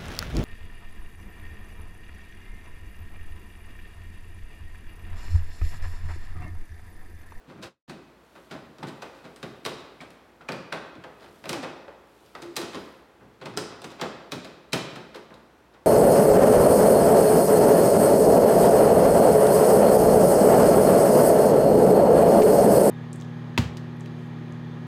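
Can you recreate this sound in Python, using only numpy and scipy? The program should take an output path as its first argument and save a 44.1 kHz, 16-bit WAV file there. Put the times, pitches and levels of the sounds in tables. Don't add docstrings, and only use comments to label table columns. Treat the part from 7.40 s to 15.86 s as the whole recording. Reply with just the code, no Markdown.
import sys
import numpy as np
from scipy import signal
from scipy.io import wavfile

SR = 44100
rng = np.random.default_rng(int(sys.argv[2]) if len(sys.argv) > 2 else 0)


def master(y):
    cut = np.clip(np.atleast_2d(y).T, -1, 1)
    pcm = np.round(cut * 32767)
    wavfile.write(sys.argv[1], SR, pcm.astype(np.int16))


N = 373086
TIME = np.arange(N) / SR
EDGES = np.geomspace(30, 17000, 25)
CENTRES = np.sqrt(EDGES[1:] * EDGES[:-1])

# (time [s], relative level [dB], panel thump [dB], hardness [dB], slip time [s])
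KNOCKS = [(.078, -49.5, 12, -9, 0.036), (.223, -41.5, -8, 4, .016), (.484, -44, 8, 1, 0.024),
          (1.108, -39.5, 4.5, -5, 0.02), (1.428, -38, 6.5, -8.5, 0.0043), (1.619, -40, -7.5, -2, 0.0054),
          (1.841, -45.5, 3.5, -9.5, 0.014), (2.028, -39.5, 4.5, -2.5, .004), (2.251, -37.5, 3.5, 6, 0.0009),
          (2.26, -36, -2, 5.5, .002), (2.605, -43.5, 1, -5, 0.013), (3.009, -49, -2, -19, 0.0065),
          (3.0873, -33, 0, -8, .002), (3.12, -40.5, 2, 1, 0.0016), (3.324, -31.5, -5, -6, .003),
          (3.637, -42.5, -3, -11, .004), (4.039, -44, 2, -8, 0.0027), (4.055, -40.5, 4, -3.5, 0.001),
          (4.091, -35, 2, 8, 0.0037), (4.127, -35, -8, 2.5, 0.0064), (4.227, -35.5, -6.5, -8, 0.01),
          (4.481, -48, -11, -21, 0.0021), (4.951, -42, -5, -10, 0.0013), (5.019, -45.5, 3, 5, 0.006),
          (5.164, -34.5, -4, 12.5, 0.005), (6.011, -42.5, 3, -12, 0.013), (6.054, -40, 7, -2, 0.0066),
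          (6.173, -33.5, -0.5, 8.5, 0.0018), (6.441, -42.5, 2, 4, 0.0032), (6.612, -30.5, -1, -1, .0035),
          (6.919, -35.5, 5.5, 5.5, 0.0036), (7.045, -44.5, 1, 0.5, 0.0049), (7.33, -28, 6, 7, 0.0049),
          (7.556, -42.5, 3, -2, 0.006), (7.743, -42, -9, -5.5, .004), (7.904, -48.5, 2, -29, .012)]
# (frequency [Hz], time to die by 60 dB [s])
GARAGE_T60 = [(100, 0.6), (260, 0.82), (700, 1.2), (1800, 0.99), (4500, 0.79), (8000, 0.45), (14000, 0.2)]


def from_db(db):
    return 10 ** (np.asarray(db) / 20)


def rms_one(x):
    return x / np.sqrt(np.mean(x ** 2) + 1e-20)


def at_centres(points):
    hz, value = np.transpose(points)
    return np.interp(np.log(CENTRES), np.log(hz), value)


def band(x, k):
    sos = signal.butter(2, EDGES[k:k + 2], "band", fs=SR, output="sos")
    return signal.sosfilt(sos, x + 1e-18)


def wobble(rate):
    steps = TIME * rate
    return np.interp(steps, np.arange(N), rng.standard_normal(N))


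def coloured_noise(spectrum):
    white = rng.standard_normal((2, N))
    gains = from_db(at_centres(spectrum))
    return rms_one(sum(gain * band(white[k % 2], k) for k, gain in enumerate(gains)))


def die_away(power, t60):
    keep = from_db(-60 / (t60 * SR)) ** 2
    return signal.lfilter([1 - keep], [1, -keep], power + 1e-20)


def background(air_db=-57, hum_hz=59, hum_db=-68.5):
    # (frequency [Hz], relative spectral level [dB])
    air = [(30, -30), (45, -11), (60, -2.5), (90, -6.5), (150, -5.5), (350, -1), (600, -5.5), (1300, -10),
           (2200, -16.5), (4200, -25), (8000, -32.5), (16000, -37)]
    hum = np.sqrt(2) * np.sin(2 * np.pi * hum_hz * TIME)
    return from_db(air_db) * coloured_noise(air) + from_db(hum_db) * hum


def wash(x, build_s=0.016):
    noises, out = lamp_modes(rng.standard_normal((2, N))), np.zeros(N)
    for k, t60 in enumerate(at_centres(GARAGE_T60)):
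        building = die_away(band(x, k) ** 2, build_s)
        energy = die_away(building, t60)
        out += np.sqrt(energy) * rms_one(band(noises[k % 2], k))
    return out


def wall_echoes(x, build_s=0.002):
    t = TIME[:SR]
    white, response = rng.standard_normal((2, SR)), 0
    for k, t60 in enumerate(at_centres(GARAGE_T60)):
        tail = (1 - np.exp(-t / build_s)) * from_db(-60 * t / t60)
        response = response + band(white[k % 2] * tail, k) / np.sqrt(np.sum(tail ** 2))
    return signal.oaconvolve(x, response)[:N]


def garage(x, diffuse_share=0.44):
    share = np.clip(diffuse_share, 0, 1)
    return np.sqrt(share) * wash(x) + np.sqrt(1 - share) * wall_echoes(x)


def sleeve(crinkle_db=2.5, rest_db=-81, overall_db=-1):
    # (middle [s], relative level [dB], length [s])
    arm_moves = [(1.0, -70, .4), (1.9, -71.5, 2.1), (4.0, -66, .7), (4.89, -66.5, 0.57),
                 (5.38, -62.5, 0.52), (7.5, -67, 0.23)]
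    # (frequency [Hz], relative spectral level [dB])
    cloth = [(1000, -19), (3000, 4), (7000, -5), (10500, -3), (15500, -11.5)]
    swell = from_db(rest_db)
    for s, level_db, length_s in arm_moves:
        swell = swell + from_db(level_db) * np.exp(-2 * (2 * (TIME - s) / length_s) ** 2)
    crinkle = from_db(crinkle_db * wobble(970))
    hiss = rms_one(crinkle * coloured_noise(cloth))
    return from_db(overall_db) * swell * hiss


def seal_squeaks(jitter=0.007, attack_s=0.014, release_s=0.03, fall_db_per_s=78):
    # (start [s], length [s], first pitch [Hz], pitch sag [Hz per s], level before the fall [dB])
    squeaks = [(4.112, 0.14, 378, 1200, -35.5), (5.024, 0.11, 343.4, 5, -37.5),
               (5.192, 0.1, 338.4, 22, -36.5)]
    out, unsteady = np.zeros(N), 1 + jitter * wobble(110)
    for s, length_s, pitch_hz, sag, level_db in squeaks:
        t = TIME[:int(length_s * SR)]
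        start = int(s * SR)
        span = slice(start, start + len(t))
        gate = np.clip(np.minimum(t / attack_s, (length_s - t) / release_s), 0, 1)
        pitch = (pitch_hz - sag * t) * unsteady[span]
        phase = 2 * np.pi * np.cumsum(pitch) / SR
        out[span] += gate * from_db(level_db - fall_db_per_s * t) * np.sqrt(2) * np.sin(phase)
    return out


def twangs(above_knock_db=8.5, cycles=53):
    # (time [s], pitch [Hz])
    flicks = [(1.429, 890), (2.251, 4160), (2.262, 3800), (2.605, 2270), (3.009, 1380), (3.087, 2430),
              (3.122, 4600), (3.324, 1554), (4.481, 558), (4.952, 1270), (6.173, 1365), (6.173, 423),
              (7.33, 2390)]
    out = np.zeros(N)
    for when, hz in flicks:
        s, level_db = min(KNOCKS, key=lambda knock: abs(knock[0] - when))[:2]
        start, t60 = int(s * SR), cycles / hz
        t = TIME[:min(int(t60 * SR), N - start)]
        decay = from_db(level_db + above_knock_db - 60 * t / t60)
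        out[start:start + len(t)] += decay * np.sin(2 * np.pi * hz * t)
    return out


def ring(clicks, hz, t60):
    r = from_db(-60 / (t60 * SR))
    w = 2 * np.pi * hz / SR
    return signal.lfilter([0, np.sin(w)], [1, -2 * r * np.cos(w), r * r], clicks + 1e-18)


def panel(spread_db=1.5, shove_s=0.0033):
    # (frequency [Hz], relative level [dB], time to die by 60 dB [s])
    drum_modes = [(135.4, -4, 0.26), (167.4, 1, 0.13), (196, -2, 0.12), (249, 3, 0.063)]
    s, level_db, thump_db = np.transpose(KNOCKS)[:3]
    chance_db = spread_db * rng.standard_normal((len(s), len(drum_modes)))
    shove, out = np.hanning(int(shove_s * SR) + 3), np.zeros(N)
    for k, (hz, mode_db, t60) in enumerate(drum_modes):
        clicks = np.zeros(N)
        clicks[(s * SR).astype(int)] = from_db(level_db + thump_db + mode_db + chance_db[:, k])
        out += (-1) ** k * ring(clicks, hz, t60)
    return signal.fftconvolve(out, shove / shove.sum())[:N]


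def snap(slip_s):
    u = np.arange(int(5 * slip_s * SR) + 2) / (slip_s * SR)
    flow = u * np.exp(-3 * u)
    return flow / flow.sum()


def stroke(length_s, unit_s=0.018):
    return 2 * np.hanning(int(length_s * SR) + 3) / (unit_s * SR)


def contact_power(table, flow_of, grain_db, grains_per_s, crack_db=-7, crack_share=0.56, edge_db=-11.5):
    # thump, body from and to, crack, edge [Hz]
    colour_hz = [200, 450, 1500, 4000, 9500]
    power = np.zeros((len(CENTRES), N), np.float32)
    grains = from_db(grain_db * wobble(grains_per_s)) ** 2
    for s, level_db, thump_db, hard_db, length_s in table:
        start = int(s * SR)
        smooth = flow_of(max(length_s, 1 / 2000))[:N - start]
        flow = smooth * grains[start:start + len(smooth)]
        flow_kept = flow * smooth.sum() / flow.sum()
        colour_db = [thump_db, 0, 0, crack_db + crack_share * hard_db, edge_db + hard_db]
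        colour = at_centres(list(zip(colour_hz, colour_db)))
        power[:, start:start + len(flow)] += np.outer(from_db(level_db + colour) ** 2, flow_kept)
    return power


def housing(power, crack_hz=3660.0):
    # (frequency [Hz], relative spectral level [dB])
    struck_colour = [(45, -25), (95, -6.5), (150, 1), (300, 3.5), (550, 2.5), (1100, -0.5), (1700, -3.5),
                     (2500, -4.5), (3100, -4.5), (4000, -4), (5700, -8.5), (8200, -10), (12000, -19),
                     (15500, -26.5)]
    # (frequency [Hz], time to die by 60 dB [s])
    ring_times = [(100, 0.21), (250, 0.35), (600, 0.25), (1500, 0.23), (4000, 0.072), (12000, 0.027)]
    white, out = rng.standard_normal((2, N)), np.zeros(N)
    gains = from_db(at_centres(struck_colour))
    for k, (gain, t60) in enumerate(zip(gains, at_centres(ring_times))):
        at_once = CENTRES[k] / (CENTRES[k] + crack_hz)
        energy = at_once * power[k] + (1 - at_once) * die_away(power[k], t60)
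        out += gain * band(white[k % 2] * np.sqrt(energy), k)
    return out


def lamp_modes(x):
    # (frequency [Hz], width [Hz], boost [dB])
    strong_modes = [(340.6, 42, 4.5), (414, 23, 3.5), (533, 35, 4), (1420, 40, 0.5), (2550, 27, 8),
                    (3080, 110, 2.5), (3850, 500, 4), (4990, 200, 5), (8190, 120, 6.5)]
    for hz, width_hz, boost_db in strong_modes:
        peak = signal.lfilter(*signal.iirpeak(hz, hz / width_hz, fs=SR), x)
        x = x + (from_db(boost_db) - 1) * peak
    return x


def lamp(contact_db=42.5, scrape_db=-1.5, panel_db=-4):
    # (time [s], relative level [dB], panel thump [dB], hardness [dB], length [s])
    scrapes = [(.11, -60, 17.5, -18, 0.18), (.95, -51, -1, -12, 0.034), (1.37, -53, 10.5, -3, 0.048),
               (1.46, -49, 5, 3, 0.045), (1.72, -59.5, 1, -2, 0.089), (2.37, -56.5, 6, 2, 0.05),
               (3.55, -51.5, 19, -8, 0.014), (3.78, -54, 1, -6.5, .11), (4.14, -45, -4, -16, .03),
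               (4.24, -45, -11, -23, 0.039), (5.21, -39, 3, 0, 0.031), (5.325, -38, 5, -4.5, 0.037),
               (5.79, -59, 15, -29, 0.064), (6.13, -47.5, 12, -17, 0.017), (6.31, -44, 0, -20, 0.019),
               (6.5, -47.5, 1, 0, 0.023), (6.58, -40.5, -8, -18, 0.042), (8.32, -56.5, -9, -11, 0.04)]
    # (time [s], relative level [dB])
    light_clicks = [(1.961, -54.5), (2.704, -57), (4.86, -64.5), (6.418, -50), (7.759, -51), (7.94, -58),
                    (8.063, -89)]
    creep_s, creep_db = 0.0092, -15.5
    settle_after_s, settle_s, settle_db, settle_hardness_db = 0.035, 0.023, -14.5, -22.5
    tick_s, tick_bass_db, tick_hardness_db = 0.0014, 1, 7
    creeps, settles = [], []
    for s, db, thump, hard, _ in KNOCKS:
        creeps.append((s - 0.96 * creep_s, db + creep_db, thump, hard, creep_s))
        settles.append((s + settle_after_s, db + settle_db, thump, hard + settle_hardness_db, settle_s))
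    ticks = [(s, db, tick_bass_db, tick_hardness_db, tick_s) for s, db in light_clicks]
    snaps = contact_power(list(KNOCKS) + ticks, snap, grain_db=8.0, grains_per_s=2200)
    slides = contact_power(list(scrapes) + creeps + settles, stroke, grain_db=10.0, grains_per_s=840)
    crowd = housing(snaps + float(from_db(scrape_db)) ** 2 * slides)
    return from_db(contact_db) * lamp_modes(crowd) + from_db(panel_db) * panel() + twangs()


def scene(garage_db=-3, squeak_room_db=-1.0):
    contacts, squeaks = lamp(), seal_squeaks()
    echoes = from_db(garage_db) * garage(contacts + from_db(squeak_room_db) * squeaks)
    return (contacts + squeaks + echoes + sleeve() + background())[None]


def record(dry, low_cut_hz=56.6, cutoff_hz=16000):
    fade_from_s, fade_db_per_s, back_at_s, back_s = 0.27, 320, 0.472, 0.0087
    still_faded = np.clip(1 - (TIME - back_at_s) / back_s, 0, 1)
    dip_db = -fade_db_per_s * np.maximum(TIME - fade_from_s, 0) * still_faded
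    low_cut = signal.butter(4, low_cut_hz, "high", fs=SR, output="sos")
    heard = signal.sosfilt(low_cut, dry) * from_db(dip_db)
    top_cut = signal.ellip(10, 0.2, 70, cutoff_hz, fs=SR, output="sos")
    return signal.sosfilt(top_cut, heard)


dry = scene()
out = record(dry)
master(out)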